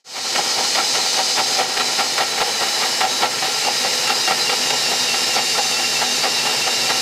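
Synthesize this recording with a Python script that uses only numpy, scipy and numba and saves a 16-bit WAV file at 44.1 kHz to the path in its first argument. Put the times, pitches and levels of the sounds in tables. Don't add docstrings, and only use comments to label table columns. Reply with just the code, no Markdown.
import sys
import numpy as np
from scipy import signal
from scipy.fft import rfft, irfft, next_fast_len
from scipy.io import wavfile
from scipy.ndimage import uniform_filter1d
from numba import njit

SR = 44100
rng = np.random.default_rng(int(sys.argv[2]) if len(sys.argv) > 2 else 0)


def log_audio(samples):
    frames = np.atleast_2d(samples).T
    limited = np.clip(frames, -1, 1)
    pcm = np.round(limited * 32767).astype(np.int16)
    wavfile.write(sys.argv[1], SR, pcm)


N = 309141

# middle in seconds, knock in relative dB,
# scrape in relative dB, length in seconds, snag just before in relative dB, motor sag in Hz.
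BITES = [(0.179, -27.5, -24.5, 0.048, -45, 3), (0.395, -21, -25, 0.029, -19.5, 6.8),
         (0.597, -25.5, -32, 0.05, -52, 11), (0.793, -20.5, -23.5, 0.049, -22, 9.1),
         (0.992, -29, -32, 0.038, -23, 5), (1.198, -19.5, -23.5, 0.036, -43, 3.8),
         (1.397, -17.5, -21.5, .038, -28, 5), (1.609, -19, -22.5, 0.041, -38, 4.96),
         (1.811, -21, -20.5, 0.026, -22, 1.83), (2.009, -21, -21.5, 0.042, -35, 8.2),
         (2.222, -20.5, -21, 0.034, -18.5, 6), (2.419, -18.5, -21, .028, -25, 7),
         (2.629, -25, -25.5, 0.039, -38, 12), (2.841, -23.5, -23.5, 0.047, -29, 16.9),
         (3.049, -19.5, -22.5, 0.036, -18.5, 9), (3.243, -17, -19.5, 0.047, -34, 4.3),
         (3.463, -28.5, -29, 0.051, -24.5, 9.7), (3.688, -21.5, -30, 0.043, -26, 14.3),
         (3.86, -22.5, -27, 0.035, -44, 13.8), (4.112, -22, -21, 0.031, -25, 19),
         (4.318, -18.5, -20, 0.034, -18.5, 13), (4.536, -24.5, -27, 0.036, -20.5, 11.3),
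         (4.744, -23.5, -32, 0.027, -22, 9), (4.929, -23.5, -27, 0.038, -40, 14.4),
         (5.151, -27, -27, 0.03, -44, 15), (5.382, -19.5, -22.5, 0.041, -35, 11.2),
         (5.592, -20.5, -25, 0.03, -29, 8.5), (5.803, -26.5, -30, 0.023, -32, 15.7),
         (6.03, -22, -22.5, 0.028, -29, 15.4), (6.254, -21.5, -23, .036, -40, 15.6),
         (6.471, -24, -26, 0.037, -38, 14), (6.681, -22.5, -23, .022, -40, 13),
         (6.911, -22.5, -20.5, 0.033, -40, 15)]
# time in seconds, depth from 0 to 1.
CUT_DEPTH = [(3.0, 0), (5.2, 1)]
# time in seconds, relative level in dB.
RUSH_LEVEL = [(.4, -22), (1.0, -20), (1.6, -21), (1.68, -25.5), (1.85, -22.5), (2.0, -22), (2.3, -24),
              (2.8, -22), (3.2, -22.5), (3.3, -25), (3.45, -22.5), (4.0, -21), (5.2, -20.5), (6.5, -21.5),
              (7.0, -20.5)]


def undb(db):
    return 10 ** (np.asarray(db) / 20)


def unit(x):
    return x / np.sqrt(np.mean(x ** 2))


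def curve(rows):
    return np.interp(np.arange(N) / SR, *np.transpose(rows))


def wander(rate):
    hold = max(int(SR / rate), 2)
    steps = np.repeat(rng.standard_normal(N // hold + 1), hold)
    return unit(uniform_filter1d(steps, hold)[:N])


def filtered(x, response):
    size = next_fast_len(N + 8192, True)
    hz = np.arange(size // 2 + 1) * SR / size + 1e-6
    return irfft(rfft(x, size) * response(hz), size)[:N]


def colour(x, points):
    hz, db = np.transpose(points)
    return filtered(x, lambda f: undb(np.interp(np.log(f), np.log(hz), db)))


def ring(x, modes):
    return sum(undb(db) * signal.lfilter(*signal.iirpeak(hz, hz / width, fs=SR), x)
               for hz, width, db in modes)


def motor_speed(fall_s=.031, recover_s=.046, rub_hz=5.7, rub_after_s=.1048, rub_s=.037):
    # time in seconds, speed in Hz.
    base_speed = [(0, 339.5), (.4, 341.5), (.7, 335.8), (1.1, 326.6), (1.5, 330), (1.8, 333), (2.6, 331.7),
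                  (3.1, 323.4), (3.35, 329.4), (3.7, 320.5), (4.4, 320.3), (5.1, 315.5), (5.6, 312.2),
                  (7, 314.1)]
    # time in seconds, lead in seconds.
    sag_lead = [(.5, 0.034), (1.95, .048), (2.3, 0.017), (3.45, 0.016), (3.69, 0.038), (3.86, 0.005),
                (4.3, .03), (4.7, .07), (5.4, 0.0337), (6.0, 0.058), (7, 0.074)]
    t, hz, depth = np.arange(N) / SR, curve(base_speed), curve(CUT_DEPTH)
    for middle, *_, sag_hz in BITES:
        since = t - middle + np.interp(middle, *np.transpose(sag_lead))
        near = abs(since) < .25
        since = since[near]
        hz[near] -= sag_hz * np.exp(-(since / np.where(since < 0, fall_s, recover_s)) ** 2)
        hz[near] -= rub_hz * depth[near] ** 2 * np.exp(-((since - rub_after_s) / rub_s) ** 2)
    return hz


def rush(turns, trim_db=-1.5):
    # frequency in Hz, gain in dB.
    early_colour = [(100, -35), (1400, -30), (2400, -4), (2780, -8), (3030, -2.5), (3310, -6.5),
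                    (3800, -0.5), (4960, 3), (5600, -1), (6470, -3.5), (7980, -7.5), (8500, -10),
                    (10700, -16.5), (11500, -22), (14300, -22), (15500, -38)]
    late_colour = [(100, -33), (1400, -22), (2400, -7), (3000, -4), (3410, -11.5), (3800, -3.5),
                   (4280, -2.5), (4660, -2), (5360, 0.5), (5890, -9), (6350, -8), (7160, -8), (10500, -17),
                   (13600, -23.5), (15500, -29)]
    # time in seconds, share of the late colour from 0 to 1.
    sinking = [(1.4, 0.04), (2.4, 0.92)]
    noise = rng.standard_normal(N) * (1 + .08 * np.cos(2 * np.pi * turns))
    sunk = curve(sinking)
    air = (1 - sunk) * unit(colour(noise, early_colour)) + sunk * unit(colour(noise, late_colour))
    flutter_db = .55 * wander(80)
    return air * undb(curve(RUSH_LEVEL) + flutter_db + trim_db)


def cup_and_arch(air):
    # frequency in Hz, width in Hz, gain in dB.
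    cup_modes = [(1798, 194, 8.5), (4900, 110, -15), (6270, 260, -3), (7560, 110, -7), (12900, 400, -11)]
    # delay in seconds, gain.
    echoes = [(.0017, .1), (.0107, .12)]
    hollow = air + ring(air, cup_modes)
    return filtered(hollow, lambda f: 1 + sum(gain * np.exp(-2j * np.pi * f * s) for s, gain in echoes))


def shaft_tone(turns, order, db):
    phase = 2 * np.pi * (order * turns + rng.random()) + .2 * wander(200) + .35 * wander(35)
    return np.sqrt(2) * undb(db) * np.sin(phase)


def whine(hz, turns, swell_db_per_hz=.04, flicker_db=3.0, with_rush=.89):
    # multiple of motor speed, base level in dB, change in dB when deep.
    partials = [(0.8, -49, 4), (9, -39, -4), (11.2, -42, -14), (12, -35.7, .7), (12.8, -36, .5),
                (13.6, -40, -7), (14.4, -39, -1), (15.2, -33.5, .5), (16, -42, 2), (16.8, -38.5, -.5),
                (18, -41, 5), (19.2, -39, -6), (20, -40.5, 3.5), (21.6, -46, -7), (23.2, -43, 4),
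                (24, -47, -1), (24.8, -48, -1), (31.2, -54, 1)]
    # middle in seconds, multiple of motor speed, rise in dB, half length in seconds.
    surges = [(.22, 12.8, 7, .12), (.75, 12.8, 3, .15), (1.2, 13.6, 7, .35), (1.38, 15.2, 6.5, .16),
              (2.65, 12, 6, .27), (3.15, 12, 7, .12), (4.0, 15.2, 3, .35)]
    t, depth, rush_db = np.arange(N) / SR, curve(CUT_DEPTH), curve(RUSH_LEVEL)
    recovery_hz = hz - uniform_filter1d(hz, SR // 5)
    shared_db = swell_db_per_hz * recovery_hz + with_rush * (rush_db - rush_db.mean())
    out = 0
    for order, level_db, deep_db in partials:
        db = level_db + deep_db * depth + shared_db + flicker_db * wander(30)
        db += sum(rise_db * np.exp(-((t - middle) / half) ** 2)
                  for middle, multiple, rise_db, half in surges if multiple == order)
        out = out + shaft_tone(turns, order, db)
    return out


def squeal(hz, turns, order=9, centre_hz=2760, width_hz=155, level_db=-30, rough_db=3.0):
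    detune = (order * hz - centre_hz) / (width_hz / 2)
    resonance_db = -10 * np.log10(1 + detune ** 4)
    drag_db = .38 * (uniform_filter1d(hz, SR // 5) - hz)
    return shaft_tone(turns, order, level_db + resonance_db + drag_db + rough_db * wander(70))


def chips(per_s):
    hit = rng.random(N) < per_s / SR
    return unit(hit * rng.choice([-1, 1], N) * (1 + rng.random(N)))


def saw(turns, tooth_db=1.6, knock_db=4.0, scrape_db=4.0, bite_rasp_db=4.5, grind_ring_db=1.0):
    # time in seconds, relative grinding level in dB.
    feed = [(0, -28.5), (.6, -25), (1.3, -28), (2.5, -27.5), (3.4, -28), (4.3, -26.5), (5.5, -28.5),
            (7, -27.5)]
    # frequency in Hz, width in Hz, gain in dB.
    sheet_modes = [(258.5, 20, -1.5), (377, 22, -2.5), (443, 45, 0.5), (501, 16, 6.5), (552, 83, -1),
                   (659, 93, 0.5), (761, 17.6, 10), (810.5, 37, 7), (853, 23, 2.5), (936, 54, 0),
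                   (1058, 63, -5.5), (1225, 137, -3), (1342, 43, 5), (1614, 51, -0.5), (1794, 36, -6.5),
                   (1886, 103, 0.5), (2186, 230, -3.5), (2745, 290, -10)]
    # frequency in Hz, gain in dB.
    knock_colour = [(150, -4.5), (480, -3.5), (780, 2.5), (1100, -9.5)]
    rasp_colour = [(25, -50), (70, -34), (130, -50), (400, -21), (1000, -5), (2500, -10), (4500, -7),
                   (8000, -40), (15000, -65)]
    split_hz = 1100
    low_modes = [mode for mode in sheet_modes if mode[0] < split_hz]
    high_modes = [mode for mode in sheet_modes if mode[0] >= split_hz]
    teeth = undb(tooth_db * np.sin(2 * np.pi * turns * .27 + .92 * wander(30)))
    grind = undb(curve(feed) + 1.4 * wander(45))
    knock, scrape = bite_forces()
    snaps = chips(per_s=6000) * teeth
    blows = colour(chips(per_s=6000), knock_colour) * knock * undb(knock_db)
    low = ring(snaps * grind * undb(grind_ring_db) + blows, low_modes)
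    high = ring(snaps * np.hypot(grind, scrape * undb(scrape_db)), high_modes)
    rasp = colour(chips(per_s=12000) * teeth, rasp_colour)
    direct = rasp * np.hypot(grind, scrape * undb(bite_rasp_db))
    return (low + high + direct) / np.std(ring(snaps, sheet_modes) + rasp)


def drone(start_db=-46.5, middle_db=-41.5, end_db=-38.5):
    # frequency in Hz, width in Hz, gain in dB.
    panel_modes = [(127.4, 5.5, -6.5), (143.3, 9, 1), (200.5, 26, -6.5), (245, 59, -11), (345, 14, -3.5),
                   (437, 28, 2.5)]
    hum = unit(ring(rng.standard_normal(N), panel_modes))
    return hum * undb(curve([(0, start_db), (3.0, middle_db), (5.2, end_db)]))


def bite_forces(grab_db=2.0, release_power=1.67, snag_lead_s=.034, snag_s=.014, snag_knock_db=-3):
    t, force = np.arange(N) / SR + .00094, np.zeros((2, N))
    for bite_s, knock_db, scrape_db, length, snag_db, _ in BITES:
        snag = (bite_s - snag_lead_s, snag_s, [snag_db + snag_knock_db, snag_db])
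        bite = (bite_s, length, [knock_db, scrape_db])
        for middle, span, levels in (snag, bite):
            near = abs(t - middle) < 2 * span
            offset = (t[near] - middle) / (.58 * span)
            surge = np.exp(-np.where(offset < 0, offset ** 4, abs(offset) ** release_power))
            force[:, near] += np.outer(undb(levels), surge) * undb(grab_db)
    return force


def thuds(half_length_s=.015, top_hz=70):
    # middle in seconds, level in dB.
    swells = [(.38, -53), (1.79, -48), (2.41, -41), (2.85, -50), (3.05, -47), (4.32, -50)]
    t = np.arange(N) / SR
    rumble = unit(signal.sosfilt(signal.butter(2, top_hz, fs=SR, output="sos"), rng.standard_normal(N)))
    return rumble * sum(undb(db) * np.exp(-((t - middle) / half_length_s) ** 2) for middle, db in swells)


def stereo_width(mid, decay_s=.35, predelay_s=.02):
    # frequency in Hz, gain in dB.
    side_colour = [(60, -17), (200, -19), (500, -22), (4000, -21), (9000, -17)]
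    t = np.arange(SR // 4) / SR
    tail = rng.standard_normal(len(t)) * undb(-60 * t / decay_s) * (t > predelay_s)
    return colour(signal.fftconvolve(mid, tail / np.linalg.norm(tail))[:N], side_colour)


def scene():
    hz = motor_speed()
    turns = np.cumsum(hz) / SR
    air = cup_and_arch(rush(turns))
    low_cut = signal.butter(3, 95, "high", fs=SR, output="sos")
    steel = signal.sosfilt(low_cut, saw(turns) + drone())
    mid = air + whine(hz, turns) + squeal(hz, turns) + steel + thuds()
    side = stereo_width(mid)
    return np.array([mid + side, mid - side])


@njit
def follow(x, attack, release):
    out, level = np.empty(len(x)), 0.
    for i in range(len(x)):
        level += (x[i] - level) * (attack if x[i] > level else release)
        out[i] = level
    return out


def record(dry):
    # time in seconds, gain.
    fade_in = [(0, 0.0055), (.04, 0.00059), (.1, 0.18), (.2, 0.49), (.3, 0.81), (.38, 1)]
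    threshold_db, attack_s, release_s = -15.5, .005, .06
    ceiling, top_hz = .68, 15500
    envelope = follow(abs(dry.mean(axis=0)), 1 / (attack_s * SR), 1 / (release_s * SR))
    ducked = dry * np.minimum(1, undb(threshold_db) / (envelope + 1e-9)) ** .5
    rounded = ducked / (1 + (ducked / ceiling) ** 8) ** (1 / 8)
    top_cut = signal.ellip(10, .2, 80, top_hz, fs=SR, output="sos")
    return signal.sosfilt(top_cut, rounded * curve(fade_in))


dry = scene()
out = record(dry)
log_audio(out)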